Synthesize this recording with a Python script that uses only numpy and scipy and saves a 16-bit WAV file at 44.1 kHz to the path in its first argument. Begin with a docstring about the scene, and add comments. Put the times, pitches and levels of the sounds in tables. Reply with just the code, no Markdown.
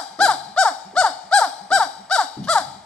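"""Mangrove roots by still water: a chimpanzee gives seven harsh barks, with soft inward grunts between.
Each bark arches up in pitch, frays at the top and slides down through the throat resonances.
Roots and forest scatter it back; the scene opens on the tail of an earlier bark.
A few dull thuds and one brief rustle sound among the roots, over a quiet forest bed."""
import sys
import numpy as np
from scipy import signal
from scipy.fft import rfft, irfft, next_fast_len
from scipy.io import wavfile
from scipy.ndimage import uniform_filter1d, map_coordinates

SR = 44100
rng = np.random.default_rng(int(sys.argv[2]) if len(sys.argv) > 2 else 0)


def digitize_waveform(pressure):
    """Quantize a signal to 16-bit integers and store it at the path in sys.argv[1].

    Rows of a 2-D input are taken as channels; values are limited to [-1, 1].
    """
    field = np.atleast_2d(pressure).T
    bounded = np.clip(field, -1, 1)
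    quanta = np.round(bounded * 32767).astype(np.int16)
    wavfile.write(sys.argv[1], SR, quanta)


N = 125685
LEAD = SR // 2  # pre-roll, so echoes already ring at the start
T = np.arange(-LEAD, N) / SR

# The barks. Each row: time of the top in seconds, top pitch in Hz, stretch of the rise, seconds from
# top to break, then trims in dB for level, treble, fall and fundamental, and added roughness from 0 to 1.
BARKS = [(.234, 820.6, 0.95, .044, 0.5, 0, -1.5, -1, 0.08), (.603, 781, .88, 0.042, 0, -2.5, -1, -1, 0.01),
         (.995, 754.6, 0.89, 0.039, -1.5, -2, 0, 0, 0.13), (1.357, 826.4, 1.0, 0.051, 1, -2, -2.5, 0, 0),
         (1.745, 797, 0.9, .049, -0.5, -1.5, -2, -1, 0), (2.135, 786.8, 0.81, 0.041, -3, 2.5, 1, -4, 0.2),
         (2.512, 684.5, 0.84, 0.034, -1.5, -0.5, 1, -6.5, .16)]
# A bark's pitch arch. Each row: seconds from the top before stretching, share of the register's pitch.
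PITCH_ARCH = [(-.05, .74), (-.035, .79), (-.028, .89), (-.017, .965), (-.008, .993), (.002, 1),
              (.012, .984), (.022, .942), (.033, .86), (.043, .735), (.051, .59), (.063, .548), (.08, .478),
              (.1, .42), (.118, .35), (.145, .28)]
# A bark's force, with a catch on the way up and a break on the way down.
# Each row: seconds from the top before stretching, level in dB, treble in dB, roughness from 0 to 1.
EFFORT = [(-.049, -33, -8, .9), (-.045, -12, -5.5, .9), (-.035, -9, -19, 0.62), (-.029, 0, -10.5, 0),
          (-.016, 2.5, -2, 0.17), (0, 1, -1, 0), (0.018, 1, 0.5, 0.24), (0.036, 2, -7, 0.3),
          (.047, -9.5, -5.5, 0.3), (0.061, 2, -20.5, 0.31), (0.089, -2, -7.5, 0.4),
          (.112, -21.5, -18, 0.52), (0.138, -26, 4, .4)]
# Throat and mouth resonances. Each row: frequency in Hz, gain in dB.
THROAT_EQ = [(100, -51), (270, -30), (400, -39), (500, -16), (620, -4), (740, -2.5), (820, -2.5), (910, 1),
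             (1060, -10.5), (1260, -6.5), (1400, -5.5), (1620, -6), (1850, -20), (2300, -28), (2560, -34.5),
             (2700, -24), (3050, -25), (3550, -14), (3950, -13.5), (4250, -15.5), (4700, -8.5), (5100, -15),
             (5500, -14.5), (6100, -22), (6900, -22), (7500, -18), (8200, -14.5), (8900, -34.5),
             (10000, -35), (11500, -45.5), (14000, -53.5)]
# Tone of the echoes off nearby roots. Each row: frequency in Hz, gain in dB.
ROOTS_EQ = [(300, -6), (800, -23), (1600, -9), (3500, -6.5), (8000, -4), (13000, -1.5)]
# Tone of the echoes from the forest. Each row: frequency in Hz, gain in dB.
FOREST_EQ = [(200, -10), (800, -14.5), (1500, -20), (2200, -11), (4500, -7), (8000, -11.5), (13000, -5.5)]
# Length of the forest tail. Each row: frequency in Hz, seconds to fall by 60 dB.
FOREST_T60 = [(200, .9), (800, 0.88), (1600, 0.76), (4500, 0.75), (8000, 0.71), (13000, 0.57)]
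# Stereo width of the echoes. Each row: frequency in Hz, ratio of side to mid.
ECHO_WIDTH = [(400, 0.35), (1500, 0.95), (4000, 0.55), (8000, 1), (13000, 1)]
# Tone of the forest bed. Each row: frequency in Hz, relative gain in dB.
BED_EQ = [(25, -30), (60, -4), (170, -6), (350, -8), (800, 0), (2000, -7), (5000, -17), (9000, -19),
          (14000, -42)]
# Voiced in-breaths. Each row: centre in seconds, pitch in Hz, level of the fundamental in dB.
GRUNTS = [(0.124, 190, -50), (0.496, 202, -44), (.87, 187, -41), (1.256, 186, -48.5), (1.625, 188, -43),
          (2.005, 196.4, -43), (2.77, 199, -44)]
# Thuds among the roots. Each row: start in seconds, seconds until release, centre in Hz, level in dB.
THUDS = [(0.186, 0.045, 390, -33.5), (0.188, 0.12, 146, -48), (0.365, 0.12, 137.5, -57),
         (0.93, 0.038, 348, -43.5), (0.97, 0.033, 105, -45.5), (1.703, 0.054, 324, -42.5),
         (1.712, 0.089, 139, -51.5), (2.367, 0.055, 178, -32), (2.443, 0.05, 152, -44),
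         (2.595, 0.16, 130, -51.5)]
# Tone of the right microphone against the left. Each row: frequency in Hz, gain in dB.
RIGHT_MIC_EQ = [(150, -1.5), (600, -3), (1500, -2.5), (2500, -8), (3300, -4.5), (4000, -7.5), (4700, -17.5),
                (6000, -18.5), (7000, -18.5), (8000, -18.5), (9000, 5.5), (10000, 8), (13500, 9.5)]
# A narrow dip at both microphones. Each row: frequency in Hz, gain in dB.
MIC_NOTCH = [(2500, 0), (2610, -15), (2700, -15), (2820, 0)]


def from_db(db):
    return 10 ** (np.asarray(db) / 20)


def rms_one(x):
    return x / np.sqrt(np.mean(x ** 2) + 1e-20)


def at_hz(points, hz):
    """Read a curve along a log frequency axis."""
    f, value = np.transpose(points)
    return np.interp(np.log(hz + 1), np.log(f), value)


def equalise(x, points):
    """Minimum-phase EQ with the given gain curve, so nothing rings ahead of an attack."""
    size = 2 * next_fast_len(x.shape[-1] // 2 + 4096)
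    hz = np.arange(size // 2 + 1) * SR / size
    cepstrum = irfft(np.log(from_db(at_hz(points, hz))))
    cepstrum[1:size // 2] *= 2
    cepstrum[size // 2 + 1:] = 0
    return irfft(rfft(x, size) * np.exp(rfft(cepstrum)))[..., :x.shape[-1]]


def noise(hz, size, kind="low"):
    """Filtered noise of rms 1."""
    sos = signal.butter(2, hz, kind, fs=SR, output="sos")
    return rms_one(signal.sosfilt(sos, rng.standard_normal(size)))


def bump(x, centre, width):
    return np.exp(-((x - centre) / width) ** 2)


def flutter(size, rate_hz=22):
    """Smooth random wobble with a spread of about 1."""
    knots = rng.standard_normal(200)
    return map_coordinates(knots, [np.arange(size) * 2 * rate_hz / SR], order=3, mode="wrap")


def overtones(hz, phase, treble, closing, edge_db):
    """Harmonics of the vocal-fold pulses; each upper one swells and fades on its own."""
    treble_from_hz, flutter_from_hz, edge_from_hz = 2220, 2500, 6650
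    out = 0
    for k in range(2, 40):
        partial_hz = k * hz
        upper = 1 / (1 + (treble_from_hz / partial_hz) ** 8)
        shelf = 1 - upper + upper * treble
        mouth_db = -5.5 * closing * bump(partial_hz, 1563, 290)  # the closing mouth damps a resonance
        swell_db = 3.5 * flutter(len(hz)) / (1 + (flutter_from_hz / partial_hz) ** 4)
        top_db = edge_db / (1 + (edge_from_hz / partial_hz) ** 10)
        gain = shelf * from_db(mouth_db + swell_db + top_db) * (partial_hz < 14200)
        out = out + gain * np.cos(k * phase)
    return out


def bark(top_s, top_hz, rise, break_s, db, treble_db, fall_db, fundamental_db, hoarse):
    """Vocal-fold pulses along the pitch arch, with jitter and rasp where the voice frays."""
    jitter, shimmer, fray_hz = .022, .28, 350
    arch_break_s, fall_register_hz = .05, 813.6
    out, during = np.zeros(len(T)), abs(T - top_s) < .2
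    t = T[during] - top_s
    # Stretch this bark's rise and break onto the common arch.
    t = np.minimum(t, 0) / rise + np.clip(t / break_s, 0, 1) * arch_break_s + np.maximum(t - break_s, 0)
    times, *columns = np.transpose(EFFORT)
    effort_db, bright_db, rough = [np.interp(t, times, column) for column in columns]
    rough = np.clip(rough + hoarse, 0, 1)
    treble = from_db(bright_db + treble_db)
    closing = np.clip((t - .02) / .01, 0, 1)

    # Every bark falls through the same pitches, whatever its top.
    register_hz = np.interp(t, [.03, arch_break_s], [top_hz, fall_register_hz])
    hz = uniform_filter1d(register_hz * np.interp(t, *np.transpose(PITCH_ARCH)), size=250)
    hz = hz * (1 + jitter * rough * noise(fray_hz, len(t)))
    phase = 2 * np.pi * np.cumsum(hz) / SR
    fundamental = np.cos(phase)

    # The highest harmonics need full force and come in late.
    edge_db = .5 + .8 * db - 4.5 * np.clip((-.0091 - t) / .0064, 0, 1)
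    pulses = from_db(fundamental_db) * fundamental + overtones(hz, phase, treble, closing, edge_db)
    rasp = from_db(-8.5) * rough * np.sqrt(treble) * (1 + fundamental) * rng.standard_normal(len(t))
    frayed = pulses * (1 + shimmer * rough * noise(fray_hz, len(t))) + rasp
    chest = from_db(2) * fundamental * bump(t, .118, .014)
    gritty_catch = from_db(-2) * bump(t, -.031, .0059) * noise([2600, 4980], len(t), "band")
    voice = frayed * from_db(effort_db) + chest + gritty_catch
    fades = np.clip((t - times[0]) / .005, 0, 1) * np.clip((times[-1] - t) / .013, 0, 1)
    out[during] = voice * from_db(db + fall_db * closing) * fades
    return out


def barks(trim_db=-8.5):
    """The run of barks through the throat, led by a softer one that peaks in the pre-roll."""
    run = sum(bark(*row) for row in BARKS)
    earlier = from_db(-4.5) * bark(-.089, *BARKS[0][1:])
    return from_db(trim_db) * equalise(run + earlier, THROAT_EQ)


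def scatter(tone, t60s, build_s):
    """Stereo response of countless small echoes that build up and die band by band; narrow in the bass."""
    t = np.arange(SR) / SR
    mid, side = rfft(rng.standard_normal((2, SR)))
    hz = np.arange(len(mid))
    width = at_hz(ECHO_WIDTH, hz)
    white = (mid + width * side * [[1], [-1]]) / np.sqrt(1 + width ** 2)
    edges_hz = [0, 500, 1100, 2500, 4000, 6000, 9000, SR]
    build = 1 - bump(t, 0, build_s)
    out = 0
    for low, high in zip(edges_hz, edges_hz[1:]):
        band = irfft(white * (hz >= low) * (hz < high), SR)
        envelope = build * from_db(-60 * t / at_hz(t60s, (low + high) / 2))
        out = out + band * envelope / np.sqrt(np.sum(envelope ** 2))
    return equalise(out, tone)


def forest_bed(db=-53, width=.44):
    """The quiet of the forest: a steady, dark wash of noise."""
    mid, side = rng.standard_normal((2, len(T)))
    return from_db(db) * rms_one(equalise(mid + width * side * [[1], [-1]], BED_EQ))


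def grunts(half_length_s=.016, glide_per_s=7, rolloff_db=12.5):
    """Short, dull, rising tones as the ape draws air."""
    out = 0
    for centre_s, hz, db in GRUNTS:
        t = np.clip(T - centre_s, -.1, .1)
        phase = 2 * np.pi * hz * (t + glide_per_s * t ** 2 / 2)
        tone = sum(from_db(db - rolloff_db * k) * np.sin((k + 1) * phase) for k in range(3))
        out = out + bump(t, 0, half_length_s) * tone
    return out


def thuds(attack_s=.0045, release_s=.03, band_ratio=1.466):
    """Soft knocks among the roots: low noise bands with attack, hold and release."""
    out = 0
    for start_s, length_s, hz, db in THUDS:
        attack = np.clip((T - start_s) / attack_s, 0, 1)
        release = np.exp(-np.maximum(T - start_s - length_s, 0) / release_s)
        body = noise([hz / band_ratio, hz * band_ratio], len(T), "band")
        out = out + from_db(db) * attack * release * body
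    return out


def rustle(centre_s=2.447, half_length_s=.013, db=-38):
    """One brief flick of bright noise before the last bark."""
    return from_db(db) * bump(T, centre_s, half_length_s) * noise([2800, 5500], len(T), "band")


def scene(right_lag_s=.000035):
    """Direct sound and its echoes at two unlike microphones, over the forest bed."""
    direct = barks() + grunts() + thuds() + rustle()
    roots = scatter(ROOTS_EQ, t60s=[(1000, .13)], build_s=.02)
    forest = scatter(FOREST_EQ, FOREST_T60, build_s=.026)
    echoes = signal.fftconvolve(direct[None], roots + forest, axes=1)[:, :len(T)]
    left, right = direct + echoes
    right = equalise(right, RIGHT_MIC_EQ)
    right = map_coordinates(right, [np.arange(len(T)) - right_lag_s * SR], order=3)
    return (np.array([left, right]) + forest_bed())[:, LEAD:]


def record(dry, ceiling=.88, cutoff_hz=14200):
    """The microphones leave a narrow dip, rare peaks are clipped and the top is cut steeply."""
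    clipped = np.clip(equalise(dry, MIC_NOTCH), -ceiling, ceiling)
    high_cut = signal.ellip(10, .05, 70, cutoff_hz, fs=SR, output="sos")
    return signal.sosfiltfilt(high_cut, clipped)


dry = scene()
out = record(dry)
digitize_waveform(out)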